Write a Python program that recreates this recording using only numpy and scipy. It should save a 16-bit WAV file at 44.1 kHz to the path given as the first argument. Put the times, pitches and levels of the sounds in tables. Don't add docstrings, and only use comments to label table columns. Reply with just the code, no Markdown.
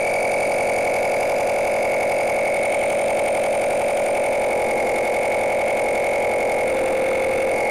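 import sys
import numpy as np
from scipy import signal
from scipy.fft import rfft, irfft
from scipy.io import wavfile
from scipy.ndimage import uniform_filter1d, minimum_filter1d, map_coordinates

SR = 44100
rng = np.random.default_rng(int(sys.argv[2]) if len(sys.argv) > 2 else 0)


def store_pcm(level_fs):
    pcm = np.round(np.clip(level_fs, -1, 1) * 32767).astype(np.int16)
    wavfile.write(sys.argv[1], SR, np.atleast_2d(pcm).T)


N = 339570

# (time [s], speed [turns per second])
CRANK_SPEED = [(0.0, 44.99), (1.1, 44.92), (1.32, 45.23), (1.94, 44.7), (2.24, 44.91), (2.62, 44.44),
               (2.7, 44.67), (3.86, 44.95), (4.16, 44.86), (4.52, 44.74), (4.82, 43.68), (5.26, 44.55),
               (5.72, 44.46), (5.9, 44.04), (6.16, 44.39), (6.48, 43.92), (7.5, 44.41), (7.7, 43.75)]
# (multiple of the crank speed, relative level [dB])
DRONE_TONES = [(3, -22), (4, -21.5), (5, -15.5), (6, -16), (7, -13.5), (8, -18), (10, -4), (11, 1),
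               (12, 1.5), (13, 0.5), (14, 1), (15, -2.5), (16, -2.5), (17, -8.5), (18, -5), (19, -4),
               (20, -20.5), (22, -16), (25, -31), (32, -24.5)]
KNOCKS = [(.08, .21, .06, .07), (.29, 0, .19, .26), (.506, -.5, -.22, -.2), (.592, .18, .34, 0),
          (.807, -.33, -.16, -.2)]
# (place [turns], tooth load [dB], air flow [dB])
STROKE = [(.05, 5.5, 0), (0.16, 7.5, -1), (.3, -11, -9.5), (.42, -2, -12), (.54, -23, -2.5), (.67, -21, -6),
          (.77, -15, -8.5), (.86, -8, 1.5), (.96, 4.5, 2)]
# (frequency [Hz], relative level [dB])
AIR_COLOUR = [(1500, -3.5), (2500, -2), (3200, -7), (3700, -9), (4100, -10.5), (4700, 4), (5600, -2),
              (6800, 0), (7800, -1.5), (9000, -0.5), (10000, -4), (11000, 4.5), (11900, -10.5),
              (15500, -32)]
CLATTER_COLOUR = [(500, 1), (950, -8), (1150, 6.5), (1450, 5), (1800, 1.5), (2300, 9), (2650, 3),
                  (3100, -8), (8000, -19)]
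SHUDDER_COLOUR = [(20, -9.5), (42, -17), (65, -15), (100, -16), (160, -8.5), (230, -3.5), (330, -0.5),
                  (420, -5), (560, 3.5), (820, -1), (1000, -12.5), (4000, -92)]
WHISTLE_COLOUR = [(6000, -36), (8500, -6.5), (9050, 6.5), (9600, -6), (13000, -46)]
GEARBOX_COLOUR = [(1700, 10), (2050, 1), (2180, 7.5), (2280, 5), (2380, 7.5), (2700, -8), (4500, 7),
                  (9000, -30)]
# (place [turns], frequency [Hz], width [Hz], level [dB])
TAPS = [(.4, 1550, 390, -29), (1.25, 1090, 350, -30), (2.25, 1080, 350, -23), (3.0, 2640, 200, -39),
        (3.3, 1520, 350, -31)]
# (time [s], nearness [0-1])
NEARNESS = [(0, 0), (1.1, 0), (2.2, 0.18), (2.8, 0.76), (3.7, 0.56), (4.6, 0.62), (6.5, 0.61), (7.7, 0.18)]
# (time [s], half length [s], force [0-1])
PRESSES = [(4.835, 0.44, 1), (5.447, 0.12, .3), (5.87, 0.12, 0.66), (6.43, 0.41, .6), (7.615, 0.11, 0.95)]
# (time [s], contact [0-1])
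THUMB = [(.8, 0), (1.15, 0.9), (2.3, 0.9), (2.65, 0.3)]
CASE_HZ = (590, -2.5, -19, -38)
RESONANCE_DB = (11, 11, 1.6, 8.4)
DRONE_DB = (-16.5, -1, -0.5, 0)
HUM_DB = (-22.5, 1, -6, -14.5)
SHUDDER_DB = (-26.5, 0.5, 3, 4)
CLATTER_DB = (-32, -0.5, -.5, 0)
AIR_DB = (-41, -4.5, 3.5, -5)
SLAP_DB = (-43, 1.5, -6.5, 1.5)
LOPE_DB = (0.75, 2.8, 0.5, 0.4)
# (place [turns], frequency [Hz], width of one pass [Hz])
BACKLASH = (.6, 2190, 260)
# (time [s], whine under compression [dB], knock on the return stroke [dB])
GEAR_LEVELS = [(0, -19, -36), (.4, -23, -40.5), (1.1, -26, -39), (1.4, -30, -55), (1.9, -25.5, -35.5),
               (2.2, -27.5, -39), (2.55, -23.5, -35.5), (2.95, -30, -40), (3.9, -33, -45), (4.4, -29, -35),
               (4.8, -28, -33.5), (6.6, -27.5, -35), (6.9, -31.5, -43), (7.15, -26.5, -46),
               (7.45, -29.5, -42), (7.65, -25, -23)]
# (time [s], level [dB])
WHISTLE_LEVEL = [(0, -38), (.75, -38), (1.05, -45), (2, -42), (2.9, -37), (4, -38), (4.8, -42.5),
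                 (7.7, -43.5)]
# (place [turns], strength [dB])
SLAPS = [(1.24, 6), (1.66, 7.5), (2.25, 1), (2.92, -3), (3.75, 2)]
# (frequency [Hz], width [Hz], lift when held [dB],
# change when near [dB], change when pressed [dB], change when loose [dB])
PANELS = [(220, 15, -7, 8, 4, -2), (437, 47, 1.5, 2, -0.5, 5.5), (728, 250, -1, 1, 1, -9),
          (807, 93, -15, 5, 5, -13)]
# (frequency [Hz], width of one pass [Hz], level at the centre [dB])
BORE = [(1350, 970, 0), (2180, 720, 2), (3120, 760, -15)]
# (frequency [Hz], width [Hz], level when held [dB], change when near [dB],
# change when pressed [dB], change when loose [dB], change under the thumb [dB])
RINGS = [(2324, 120, -43, 9.5, -10, -6, -5), (2613, 96, -41, 0.5, -11.5, -1, 0),
         (3040, 600, -53, 18.5, -6, -7, -6), (3560, 180, -55, 7, 1, 5, 2),
         (4650, 140, -45.5, -9, 4.5, 2, -17), (4876, 170, -48, -7, -5.5, -5.5, 3),
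         (6190, 120, -47.5, -13.5, 1, -1, -3), (6430, 160, -56.5, 7.5, -3, 0, 6),
         (6800, 150, -46, -7, -1, -7, -3), (7240, 140, -59, 16, -1, 4, -8),
         (9680, 300, -44, -28, 2, -8, -9), (10790, 250, -51.5, 0, -4, 1, 2.5),
         (11190, 180, -54.5, -7.5, -2, -7, 0)]

TEETH, PINION, POLES = 51, 12, 3
START_TURN = .64
TOP_HZ = 15500
LET_GO_S, LET_GO_TAKES_S, HOLD_AGAIN_S, HOLD_TAKES_S = 6.69, 0.11, 7.52, 0.093
CASE_WIDTH_HZ = 116
FLOW_DB_PER_S = -0.3
SAG_FIRST, SAG_LAST, BUILD_S, SAG_PLACE = 0.012, 0.04, 0.96, 0.06
CLACK_PLACE, CLACK_TURNS, CLACK_DB = 2.96, 0.055, 5.5


def undb(db):
    return 10 ** (np.asarray(db) / 20)


def unit(x):
    return x / np.sqrt(np.mean(np.abs(x) ** 2))


def seconds():
    return np.arange(N) / SR


def frequencies():
    return np.maximum(np.fft.rfftfreq(N, 1 / SR), 1)


def curves(table):
    s, *columns = np.transpose(table)
    return [np.interp(seconds(), s, column) for column in columns]


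def walk(rate):
    k = max(int(SR / rate), 1)
    smooth = uniform_filter1d(rng.standard_normal(N), k, mode="wrap")
    return unit(uniform_filter1d(smooth, k, mode="wrap"))


def colour(x, points):
    hz, db = np.transpose(points)
    outline_db = np.interp(np.log(frequencies()), np.log(hz), db)
    return unit(irfft(rfft(x) * undb(outline_db), N))


def resonance(hz, centre_hz, width_hz):
    return 1 / (1 + 1j * (hz ** 2 - centre_hz ** 2) / (hz * width_hz))


def touch(turn, place, length_turns):
    distance = (turn - place + 2) % 4 - 2
    return np.exp(-.5 * (distance / length_turns) ** 2)


def handling():
    t = seconds()
    near, = curves(NEARNESS)
    thumb, = curves(THUMB)
    press = sum(force * np.exp(-((t - s) / half_s) ** 2) for s, half_s, force in PRESSES)
    freed = (t - LET_GO_S) / LET_GO_TAKES_S
    caught = (HOLD_AGAIN_S - t) / HOLD_TAKES_S
    loose = np.clip(np.minimum(freed, caught) + .5, 0, 1)
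    return near, press, loose, thumb


def rasp(turn, repeat, grain_db, gear_share=0.28):
    def worn(cycle, size):
        return map_coordinates(rng.standard_normal(size), [cycle % 1 * size], order=3, mode="grid-wrap")
    crank_spots = np.sqrt(1 - gear_share) * worn(turn, size=990)
    gear_spots = np.sqrt(gear_share) * worn(turn / 4, size=3960)
    fresh = np.sqrt(1 - repeat) * rng.standard_normal(N)
    return (np.sqrt(repeat) * (crank_spots + gear_spots) + fresh) * undb(grain_db * walk(590))


def shudder(turn):
    return colour(rasp(turn, repeat=0.86, grain_db=0.9, gear_share=0.77), SHUDDER_COLOUR)


def clatter(turn, flow, lope_db):
    ticks = rasp(turn, repeat=0.87, grain_db=0.8, gear_share=0.32)
    return colour(ticks * flow ** 0.41 * undb(0.5 * lope_db), CLATTER_COLOUR)


def air(turn, flow):
    return colour(rasp(turn, repeat=0.85, grain_db=0.5, gear_share=0.43) * flow, AIR_COLOUR)


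def whistle(turn, flow):
    valve_db = 4 * np.cos(2 * np.pi * (turn - .87))
    ticks = rasp(turn, repeat=0.17, grain_db=1.5, gear_share=0.41)
    return colour(ticks * flow * undb(valve_db), WHISTLE_COLOUR)


def rings(turn, flow, handled, skirt=0.23):
    clack = undb(CLACK_DB * touch(turn, CLACK_PLACE, CLACK_TURNS))
    push = rfft(rasp(turn, repeat=0.18, grain_db=1.5, gear_share=0.96) * flow * clack)
    bins = frequencies()
    out = 0
    for hz, width_hz, *rule in RINGS:
        response = resonance(bins, hz, width_hz) * resonance(bins, hz, skirt * hz)
        out = out + unit(irfft(push * response, N)) * undb(handled(rule))
    return out


def drone(turn, crank_hz, modes, press, loose, jitter=0.0038, uneven_db=1.32):
    place, *forces = np.transpose(KNOCKS)
    spin = np.exp(2j * np.pi * (turn + jitter * walk(55)))
    out, power = 0, 0
    for k, db in DRONE_TONES:
        k = round(k)
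        hz = k * crank_hz
        knocks = np.array(forces) @ np.exp(-2j * np.pi * k * place)
        held, pressed, let_go = knocks * resonance(hz, 532, 160)
        lead = np.angle(held) + press * np.angle(pressed / held) + loose * np.angle(let_go / held)
        lift_db = sum(height_db * np.abs(resonance(hz, mode_hz, width_hz)) ** 2
                      for mode_hz, width_hz, height_db in modes)
        gain = undb(db + lift_db - lift_db.mean())
        out = out + gain * (spin ** k * np.exp(1j * lead)).real
        power = power + gain ** 2
    return unit(out / np.sqrt(power)) * undb(uneven_db * walk(64))


def motor(shaft, unbalance_db=-24):
    angle = 2 * np.pi * shaft
    return unit(undb(unbalance_db) * np.sin(angle) - np.sin(POLES * angle))


def gear(shaft, load_db, runout_db=2.5, rough_db=1.2, slip=0.009, second_db=-28):
    mesh = 2 * np.pi * (PINION * shaft + slip * walk(380))
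    runout = runout_db * np.cos(2 * np.pi * shaft)
    force = undb(load_db + runout + rough_db * walk(190))
    whine = force * (np.sin(mesh) + undb(second_db) * np.sin(2 * mesh))
    return colour(whine, GEARBOX_COLOUR)


def backlash(turn, length_turns=0.0028, uneven_db=3.0):
    place, hz, width_hz = BACKLASH
    distance = (turn - place + .5) % 1 - .5
    blow = np.exp(-.5 * (distance / length_turns) ** 2) * undb(uneven_db * walk(41))
    return unit(irfft(rfft(blow) * resonance(frequencies(), hz, width_hz) ** 2, N))


def slap(turn, length_turns=0.092):
    bins = frequencies()
    contact = sum(undb(db) * touch(turn, place, length_turns) for place, db in SLAPS)
    wall = sum(undb(db) * resonance(bins, hz, width_hz) ** 2 for hz, width_hz, db in BORE)
    knocks = contact * rasp(turn, repeat=0.8, grain_db=0.5)
    return unit(irfft(rfft(knocks) * wall, N))


def taps(turn, length_turns=.05):
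    bins = frequencies()
    out = 0
    for place, hz, width_hz, db in TAPS:
        contact = touch(turn, place, length_turns)
        response = resonance(bins, hz, width_hz) * resonance(bins, hz, hz)
        ring = irfft(rfft(contact * rng.standard_normal(N)) * response, N)
        out = out + unit(ring) * np.sqrt(np.mean(contact ** 2)) * undb(db)
    return out


def scene():
    near, press, loose, thumb = handling()

    def handled(rule):
        held, *changes = rule
        return held + sum(change * control for change, control in zip(changes, (near, press, loose, thumb)))

    crank_hz, = curves(CRANK_SPEED)
    turn = START_TURN + np.cumsum(crank_hz) / SR
    place, *columns = np.transpose(STROKE)
    load_db, flow_db = (np.interp(turn, place, column, period=1) for column in columns)
    sag = SAG_LAST + (SAG_FIRST - SAG_LAST) * np.exp(-seconds() / BUILD_S)
    lag = sag * np.sin(2 * np.pi * (turn - SAG_PLACE)) / (2 * np.pi)
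    shaft = TEETH / PINION * (turn - lag)
    lope_db = handled(LOPE_DB) * np.cos(2 * np.pi * (turn / 4 + .12))
    flow = undb(flow_db + 0.2 * lope_db + 0.48 * np.cos(2 * np.pi * shaft) + 0.44 * walk(92))
    filling = undb(FLOW_DB_PER_S * seconds())

    modes = [(handled(CASE_HZ), CASE_WIDTH_HZ, handled(RESONANCE_DB))]
    modes += [(hz, width_hz, handled(rule)) for hz, width_hz, *rule in PANELS]
    whine_db, backlash_db = curves(GEAR_LEVELS)
    whistle_db, = curves(WHISTLE_LEVEL)
    out = shudder(turn) * undb(handled(SHUDDER_DB))
    out += clatter(turn, flow, lope_db) * undb(handled(CLATTER_DB))
    out += air(turn, flow) * undb(handled(AIR_DB)) * filling
    out += whistle(turn, flow) * undb(whistle_db)
    out += rings(turn, flow, handled) * filling
    out += drone(turn, crank_hz.mean(), modes, press, loose) * undb(handled(DRONE_DB) - 0.42 * lope_db)
    out += motor(shaft) * undb(handled(HUM_DB))
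    out += gear(shaft, load_db + lope_db) * undb(whine_db)
    out += backlash(turn) * undb(backlash_db + 0.56 * lope_db)
    out += slap(turn) * undb(handled(SLAP_DB))
    out += taps(turn) * loose
    return out[None]


def limiter(x, ceiling_db=-15.0, hold_s=0.00094):
    k = max(int(hold_s * SR), 1)
    gain = np.minimum(1, undb(ceiling_db) / (np.abs(x) + 1e-9))
    return x * uniform_filter1d(minimum_filter1d(gain, k), k)


def record(dry):
    low_pass = signal.ellip(10, .2, 80, TOP_HZ, fs=SR, output="sos")
    return signal.sosfilt(low_pass, limiter(dry))


dry = scene()
out = record(dry)
store_pcm(out)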